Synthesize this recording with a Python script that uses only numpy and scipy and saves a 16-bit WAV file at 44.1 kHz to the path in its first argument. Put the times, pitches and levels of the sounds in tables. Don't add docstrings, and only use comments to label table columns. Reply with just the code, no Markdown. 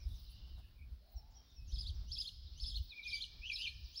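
import sys
import numpy as np
from scipy import signal
from scipy.fft import rfft, irfft, next_fast_len
from scipy.io import wavfile
from scipy.ndimage import uniform_filter1d, map_coordinates

SR = 44100
rng = np.random.default_rng(int(sys.argv[2]) if len(sys.argv) > 2 else 0)


def int16_out(signal):
    q = np.round(np.clip(np.atleast_2d(signal).T, -1, 1) * 32767)
    wavfile.write(sys.argv[1], SR, q.astype(np.int16))


N = 176400

# frequency in Hz, relative level in dB.
AIR_COLOUR = [(76, -22.5), (130, -8), (162, -4.5), (449, -13.5), (1650, -19), (1790, -20.5), (1970, -21),
              (4670, -18.5), (5480, -25.5), (6690, -31.5), (7850, -40.5), (14300, -40.5), (15500, -15)]
TOP_HISS_COLOUR = [(6000, -17), (9000, -4), (12000, 2.5), (15500, -3.5)]
GRIT_COLOUR = [(2000, -19), (5000, 4), (8000, -11), (10000, 1), (12000, -14.5), (15500, 3.5)]
THUD_COLOUR = [(150, -23), (400, 5), (800, 8), (1400, -1.5), (3000, -16.5)]
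WIND_COLOUR = [(11, -43.5), (18, -10), (38, -0.5), (61, 0.5), (84, -8), (145, -22), (400, -44), (520, -105),
               (880, -120)]
FAR_CHORUS_COLOUR = [(1800, -29.5), (2700, -9.5), (3700, 2), (5200, 5), (6200, -17.5), (7500, -35.5)]
RASP_COLOUR = [(2000, -28.5), (2700, -2), (4000, 3), (6000, -0.5), (7000, -12), (8000, -27), (9300, -6),
               (10400, -7.5), (11500, -18.5), (15000, -21)]
# time in seconds, level in dB.
TOP_HISS_RIDE = [(0, -100), (.1, -77.5), (.32, -79.5), (.39, -89), (.58, -86.5), (.8, -86.5), (1.05, -88),
                 (1.17, -88), (1.3, -94), (1.7, -85), (1.85, -90), (2.05, -90), (2.22, -72.5), (2.45, -95),
                 (2.6, -89), (2.8, -81.5), (3.03, -84.5), (3.16, -77), (3.36, -92.5), (3.6, -74),
                 (3.75, -86), (4, -86)]
WIND_RIDE = [(0, -52.5), (.1, -44), (.2, -54), (.33, -55.5), (.45, -50.5), (.58, -49.5), (.68, -59),
             (.76, -58.5), (.83, -49), (.94, -53), (1.02, -63), (1.12, -66), (1.22, -56), (1.35, -62),
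             (1.52, -66.5), (1.6, -51), (1.75, -44), (1.9, -46), (2.02, -46.5), (2.16, -49.5), (2.25, -56),
             (2.4, -53.5), (2.55, -54), (2.68, -48), (2.85, -53), (2.97, -70), (3.1, -57), (3.22, -59.5),
             (3.3, -57), (3.45, -53.5), (3.6, -58.5), (3.72, -55.5), (3.8, -50), (3.92, -62.5), (4, -67.5)]
FAR_CHORUS_RIDE = [(0, -75), (.3, -68.5), (.55, -75), (.75, -84.5), (1.5, -79), (2, -69.5), (4, -65)]
# centre in seconds, half width in seconds, level in dB.
WHINE_SWELLS = [(0.218, 0.045, -69), (1.156, 0.044, -73.5), (2.813, 0.057, -70.5), (3.87, 0.077, -74.5)]
# centre and half width in seconds, grit level in dB, thud over grit in dB.
SAND_SCUFFS = [(0.122, 0.086, -75.5, -8), (.31, 0.0097, -80, -30), (0.48, 0.008, -89, 10.5),
               (0.593, 0.015, -75, 3.5), (2.042, .02, -91.5, 15.5)]
# centre and half width in seconds, pitch and spread in Hz, level in dB.
HIGH_TICKS = [(0.311, 0.0093, 10000, 500, -73.5), (.317, 0.011, 14800, 400, -74)]
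BLURRED_SONGS = [(0.017, 0.035, 2356, 320, -74.5), (0.14, 0.044, 3700, 605, -66.5),
                 (0.434, 0.17, 2925, 419.6, -73.5), (.4, 0.088, 3630, 501, -78.5),
                 (.66, 0.034, 2744, 501, -78), (0.665, 0.033, 1760, 251, -82), (.82, .03, 2365, 340, -70.5),
                 (1.147, 0.093, 4190, 605, -78), (1.51, .035, 3640, 351, -73),
                 (3.725, 0.057, 3100, 260, -65), (3.6, 0.25, 1777, 179, -84.5)]
# centre in seconds, pitch in Hz, peak level in dB.
HAND_BUMPS = [(0.07, 56, -31.5), (.455, 49.3, -40), (0.924, 52, -38.5), (1.168, 53.7, -37.5),
              (1.739, 54, -33), (1.905, 70, -34.5), (2.009, 65.2, -40), (2.637, 47.2, -37.5),
              (2.693, 53.5, -37.5), (2.777, 55, -39.5), (2.811, 66.6, -34), (3.401, 49.7, -47),
              (3.85, 53.5, -40)]
# time in seconds, pitch in Hz, level in dB.
ANIMAL_CALL = [(1.001, 612, -92), (1.061, 674, -75), (1.101, 698, -79), (1.139, 739, -74),
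               (1.219, 780, -73.5), (1.281, 810, -80), (1.36, 810, -75.5), (1.46, 766, -92)]
# start and length in seconds, first and last pitch in Hz,
# mid-note level in dB, leaf scatter over direct sound in dB.
BIRD_SLURS = [(-.015, 0.074, 6250, 4830, -64, 3), (0.136, 0.067, 6900, 4730, -69, 2),
              (0.241, 0.046, 4750, 3610, -63.5, 13), (0.286, .085, 3840, 5060, -68.5, 1),
              (0.515, 0.09, 5020, 3250, -68, 4), (1.093, .025, 7600, 5950, -88, -2),
              (1.154, 0.059, 5880, 5310, -63.5, -8.5), (1.305, 0.024, 7960, 4540, -73, 4),
              (1.338, 0.025, 4700, 5850, -66, -3), (1.352, 0.052, 5950, 5380, -62, -2.5),
              (1.336, 0.1, 3340, 3135, -76, 3), (1.497, 0.046, 7530, 4480, -77, -8),
              (1.548, 0.068, 5850, 5140, -63, -6), (1.564, 0.097, 2610, 2550, -73.5, -3),
              (1.669, 0.066, 6930, 4870, -64, 0), (1.942, 0.042, 6330, 4870, -65, 4),
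              (2.452, 0.042, 4700, 3420, -62.5, -1), (2.887, 0.052, 4800, 3304, -51.5, -6.5),
              (3.02, 0.034, 4500, 3120, -52, 7), (3.727, .04, 6660, 4890, -70, -3),
              (3.836, 0.046, 6720, 3877, -64, -16)]
# its frequency in Hz, gain in dB before each bird's own trim.
OVERTONE_COLOUR = [(4800, -31), (6000, -11.5), (7000, -25), (8000, -32), (9200, -30.5), (10300, -21),
                   (11500, -55), (15000, -44)]
# time in seconds, pitch in Hz, level in dB,
# trill depth in Hz.
THRUSH_NOTES = [
    [(2.905, 2570, -80, 0.0053), (2.925, 2460, -52, 0), (2.94, 2303, -56, 0), (2.952, 2270, -84, 0.0055)],
    [(2.958, 2420, -56, 0), (2.975, 2473, -57.5, 0), (2.997, 2330, -44.5, 0), (3.015, 2370, -60, 0),
     (3.032, 2340, -57, 0.0043), (3.042, 2400, -65, 0)],
    [(3.043, 2466, -61, 0), (3.065, 2467, -45.5, 0), (3.088, 2347, -46.5, 0), (3.1, 2300, -59, 0)],
    [(3.103, 2386, -64, 0), (3.122, 2446, -47, 0), (3.14, 2315, -43, 0), (3.165, 2308, -60, 0),
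     (3.18, 2286, -55, 0.018)],
    [(3.415, 2320, -58.5, 18), (3.455, 2776, -46.5, 170), (3.48, 3200, -45.5, 147),
     (3.494, 3222, -45.5, 50.5), (3.502, 2494, -41, -11), (3.525, 2340, -44, 3), (3.542, 2400, -57, -4)],
    [(3.555, 2450, -61, 37), (3.585, 2700, -50.5, 143), (3.615, 2842, -43, 175), (3.638, 3150, -45.5, 66),
     (3.654, 3047, -40.5, 38), (3.662, 2483, -45, 23), (3.677, 2352, -44.5, 10), (3.693, 2320, -89, 0)],
]
# time from the cue in seconds, pitch in Hz, level in dB, all before
LEAD_IN_SHAPE = [(-.045, 2658, -42), (-.02, 2850, -32), (0, 3110, -28.5), (.018, 3500, -24),
                 (.026, 3700, -32)]
HIGH_SHAPE = [(-.025, 2780, -58.5), (0, 3050, -32), (.018, 3444, -14.5), (.024, 4553, -2),
              (.033, 5316, -10), (.043, 5433, -3), (.053, 5150, -4), (.060, 3995, -3), (.066, 3330, -11.5),
              (.072, 3250, -21)]
BROAD_SHAPE = [(0, 3231, 0.5), (.008, 3369, -8.5), (.015, 4326, 1), (.023, 4896, 3), (.035, 5030, -3),
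               (.048, 4795, 3.5), (.056, 3700, -4.5), (.064, 3500, -10.5), (.075, 3325, -14.5),
               (.086, 3035, -4)]
UNDERTONE_SHAPE = [(0, 2371, -27.5), (.025, 2700, -24.5), (.042, 3090, -16), (.058, 3500, -12.5),
                   (.072, 3600, -8.5)]
LOW_SHAPE = [(0, 3020, -20), (.012, 3359, -6.5), (.022, 3910, -7.5), (.028, 4334, -5), (.035, 4400, -5),
             (.040, 3950, -8.5), (.047, 3040, -9.5), (.053, 2810, -28)]
# time in seconds, level in dB, stretch factor, pitch factor,
# leaf scatter over direct sound in dB.
HIGH_CUES = [(1.703, -47.5, 0.94, 0.97, -1), (2.096, -41.5, 0.97, 1, -1.5), (2.577, -43.5, 1.03, 0.98, 1.5),
             (3.049, -43.5, .92, 0.97, 1), (3.492, -42.5, 1.13, 0.98, 1), (3.937, -43, 0.95, .99, -1.5)]
BROAD_CUES = [(1.768, -51, 0.95, 1.028, 4), (2.165, -43.5, 1, 1.022, -4.5), (2.645, -46.5, 0.94, 1.04, 2.5),
              (3.113, -44, 0.94, .97, -1), (3.567, -46, 0.96, 1.02, 7)]
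LOW_CUES = [(1.852, -42.5, 0.98, 1.057, -7.5), (2.247, -41.5, 1, 0.98, -9.5),
            (2.733, -41.5, 0.93, 0.99, -3.5), (3.2, -37, 0.91, .98, -5), (3.654, -41.5, 0.81, 0.99, -1.5)]


def amp(db):
    return 10 ** (np.asarray(db) / 20)


def unit(x):
    return x / np.sqrt(np.mean(x ** 2) + 1e-30)


def colour_gain(colour, hz):
    knots_hz, db = np.transpose(colour)
    return amp(np.interp(np.log(hz + 1), np.log(knots_hz + 1), db))


def clock():
    return np.arange(N) / SR


def ride(rows):
    return np.interp(clock(), *np.transpose(rows))


def swell(centre, half_width):
    return np.exp(-((clock() - centre) / half_width) ** 2 / 2)


def wobble(rate, size=N):
    knots = rng.standard_normal(int(size * rate / SR) + 4)
    return map_coordinates(knots, [np.arange(size) * rate / SR])


def noise(colour):
    white = rfft(rng.standard_normal(N))
    return unit(irfft(white * colour_gain(colour, np.fft.rfftfreq(N, 1 / SR)), N))


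def noise_band(hz, spread_hz):
    phase = 2 * np.pi * np.cumsum(hz * np.ones(N)) / SR
    return unit(wobble(spread_hz) * np.sin(phase) + wobble(spread_hz) * np.cos(phase))


def band_swells(rows):
    return sum(amp(db) * swell(s, half) * noise_band(hz, spread) for s, half, hz, spread, db in rows)


def air_bed(air_db=-73, whine_hz=15574):
    air = amp(air_db + 2.3 * wobble(11)) * noise(AIR_COLOUR)
    whine_level = sum(amp(db) * swell(s, half) for s, half, db in WHINE_SWELLS)
    whine = whine_level * noise_band(whine_hz, spread_hz=54)
    hiss = amp(ride(TOP_HISS_RIDE) + 1.9 * wobble(25)) * noise(TOP_HISS_COLOUR)
    return air + hiss + whine


def sand():
    grit = noise(GRIT_COLOUR) * amp(2.5 * wobble(300))
    thud = noise(THUD_COLOUR)
    out = band_swells(HIGH_TICKS)
    for s, half, db, thud_db in SAND_SCUFFS:
        out += amp(db) * swell(s, half) * (grit + amp(thud_db) * thud)
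    return out


def wind():
    return amp(ride(WIND_RIDE)) * noise(WIND_COLOUR)


def handling(half_width_s=0.0096):
    return sum(amp(db) * swell(s, half_width_s) * np.cos(2 * np.pi * hz * (clock() - s))
               for s, hz, db in HAND_BUMPS)


def far_birds():
    wash = amp(ride(FAR_CHORUS_RIDE) + 1.2 * wobble(24.85)) * noise(FAR_CHORUS_COLOUR)
    return wash + band_swells(BLURRED_SONGS)


def far_animal():
    s, hz, db = np.transpose(ANIMAL_CALL)
    envelope = np.interp(clock(), s, amp(db), left=0, right=0)
    return envelope * noise_band(np.interp(clock(), s, hz), spread_hz=270)


def whistle(rows, jitter, flutter_db, glide_s=0.0025, trill_hz=88):
    s, *columns = np.transpose(rows)
    t = np.arange(s[0], s[-1], 1 / SR)
    glide = max(int(glide_s * SR), 1)
    hz, db, *trill_depth = [uniform_filter1d(np.interp(t, s, column), glide) for column in columns]
    trill = sum(trill_depth) * np.sin(2 * np.pi * trill_hz * t)
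    hz = hz * (1 + jitter * wobble(600, len(t))) + trill
    phase = 2 * np.pi * np.cumsum(hz) / SR
    fade = signal.windows.tukey(len(t), .1)
    envelope = np.sqrt(2) * amp(db + flutter_db * wobble(200.6, len(t))) * fade
    overtone = colour_gain(OVERTONE_COLOUR, 2 * hz) * np.sin(2 * phase + .3 * wobble(900, len(t)))
    return envelope * np.sin(phase), envelope * overtone


def trees(x, near_db, far_db, near_t60=0.16, far_t60=1.3, far_rise_s=0.026):
    t = np.arange(SR) / SR
    near = rng.standard_normal(SR) * amp(-60 * t / near_t60)
    far = rng.standard_normal(SR) * amp(-60 * t / far_t60) * (1 - np.exp(-t / far_rise_s))
    response = amp(near_db) * near / np.linalg.norm(near) + amp(far_db) * far / np.linalg.norm(far)
    response[0] += 1
    return signal.fftconvolve(x, response / np.linalg.norm(response))


def small_birds(bend=1.5, edge_db=-15.5):
    out, progress = np.zeros(N), np.linspace(0, 1, 9)
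    for s, length, start_hz, end_hz, db, scatter_db in BIRD_SLURS:
        hz = end_hz + (start_hz - end_hz) * (1 - progress) ** bend
        level_db = db + edge_db * (2 * progress - 1) ** 2
        rows = np.transpose([s + length * progress, hz, level_db])
        tone, _ = whistle(rows, jitter=.007, flutter_db=1)
        add(out, s, trees(tone, near_db=scatter_db, far_db=scatter_db - 3.5, near_t60=0.15))
    return out


def thrush(overtone_db=-6.5):
    out = np.zeros(N)
    for rows in THRUSH_NOTES:
        tone, overtone = whistle(rows, jitter=0.0067, flutter_db=1.5)
        add(out, rows[0][0], trees(tone + amp(overtone_db) * overtone, near_db=-3.5, far_db=-17.5))
    return out


def rasp(song_power, blur_s=.035, gain_db=-20):
    blur = signal.windows.hann(int(2 * blur_s * SR))
    envelope = np.sqrt(abs(signal.fftconvolve(song_power, blur / blur.sum(), "same")))
    return envelope * noise(RASP_COLOUR) * amp(gain_db + 4.5 * wobble(150))


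def warbler(ground_db=-14):
    out, song_power = np.zeros(N), np.zeros(N)
    for shape, cues, overtone_db in [(LEAD_IN_SHAPE, HIGH_CUES, 19), (HIGH_SHAPE, HIGH_CUES, -1),
                                     (BROAD_SHAPE, BROAD_CUES, 1), (UNDERTONE_SHAPE, BROAD_CUES, 11),
                                     (LOW_SHAPE, LOW_CUES, -3)]:
        for s, db, stretch, pitch, scatter_db in cues:
            rows = [(s + t * stretch, hz * pitch, db + level) for t, hz, level in shape]
            start = rows[0][0]
            tone, overtone = whistle(rows, jitter=0.0084, flutter_db=2.0)
            add(out, start, trees(tone, near_db=scatter_db, far_db=-14.5))
            ground_delay_s = .009 * rng.uniform(0.54, 1.5)
            add(out, start + ground_delay_s, amp(ground_db) * tone)
            add(out, start, trees(amp(overtone_db) * overtone, near_db=1.5, far_db=-15.5, near_t60=0.3))
            add(song_power, start, tone ** 2)
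    return out + rasp(song_power)


def add(out, s, x):
    i = round(s * SR)
    x = x[max(-i, 0):max(N - i, 0)]
    out[max(i, 0):max(i, 0) + len(x)] += x


def scene():
    wildlife = warbler() + thrush() + small_birds() + far_birds() + far_animal()
    return (wildlife + wind() + handling() + sand() + air_bed())[None]


def record(dry):
    top_hz, size = 15800, next_fast_len(N + SR // 2)
    passband = np.fft.rfftfreq(size, 1 / SR) < top_hz
    return irfft(rfft(dry, size) * passband, size)[..., :N]


dry = scene()
out = record(dry)
int16_out(out)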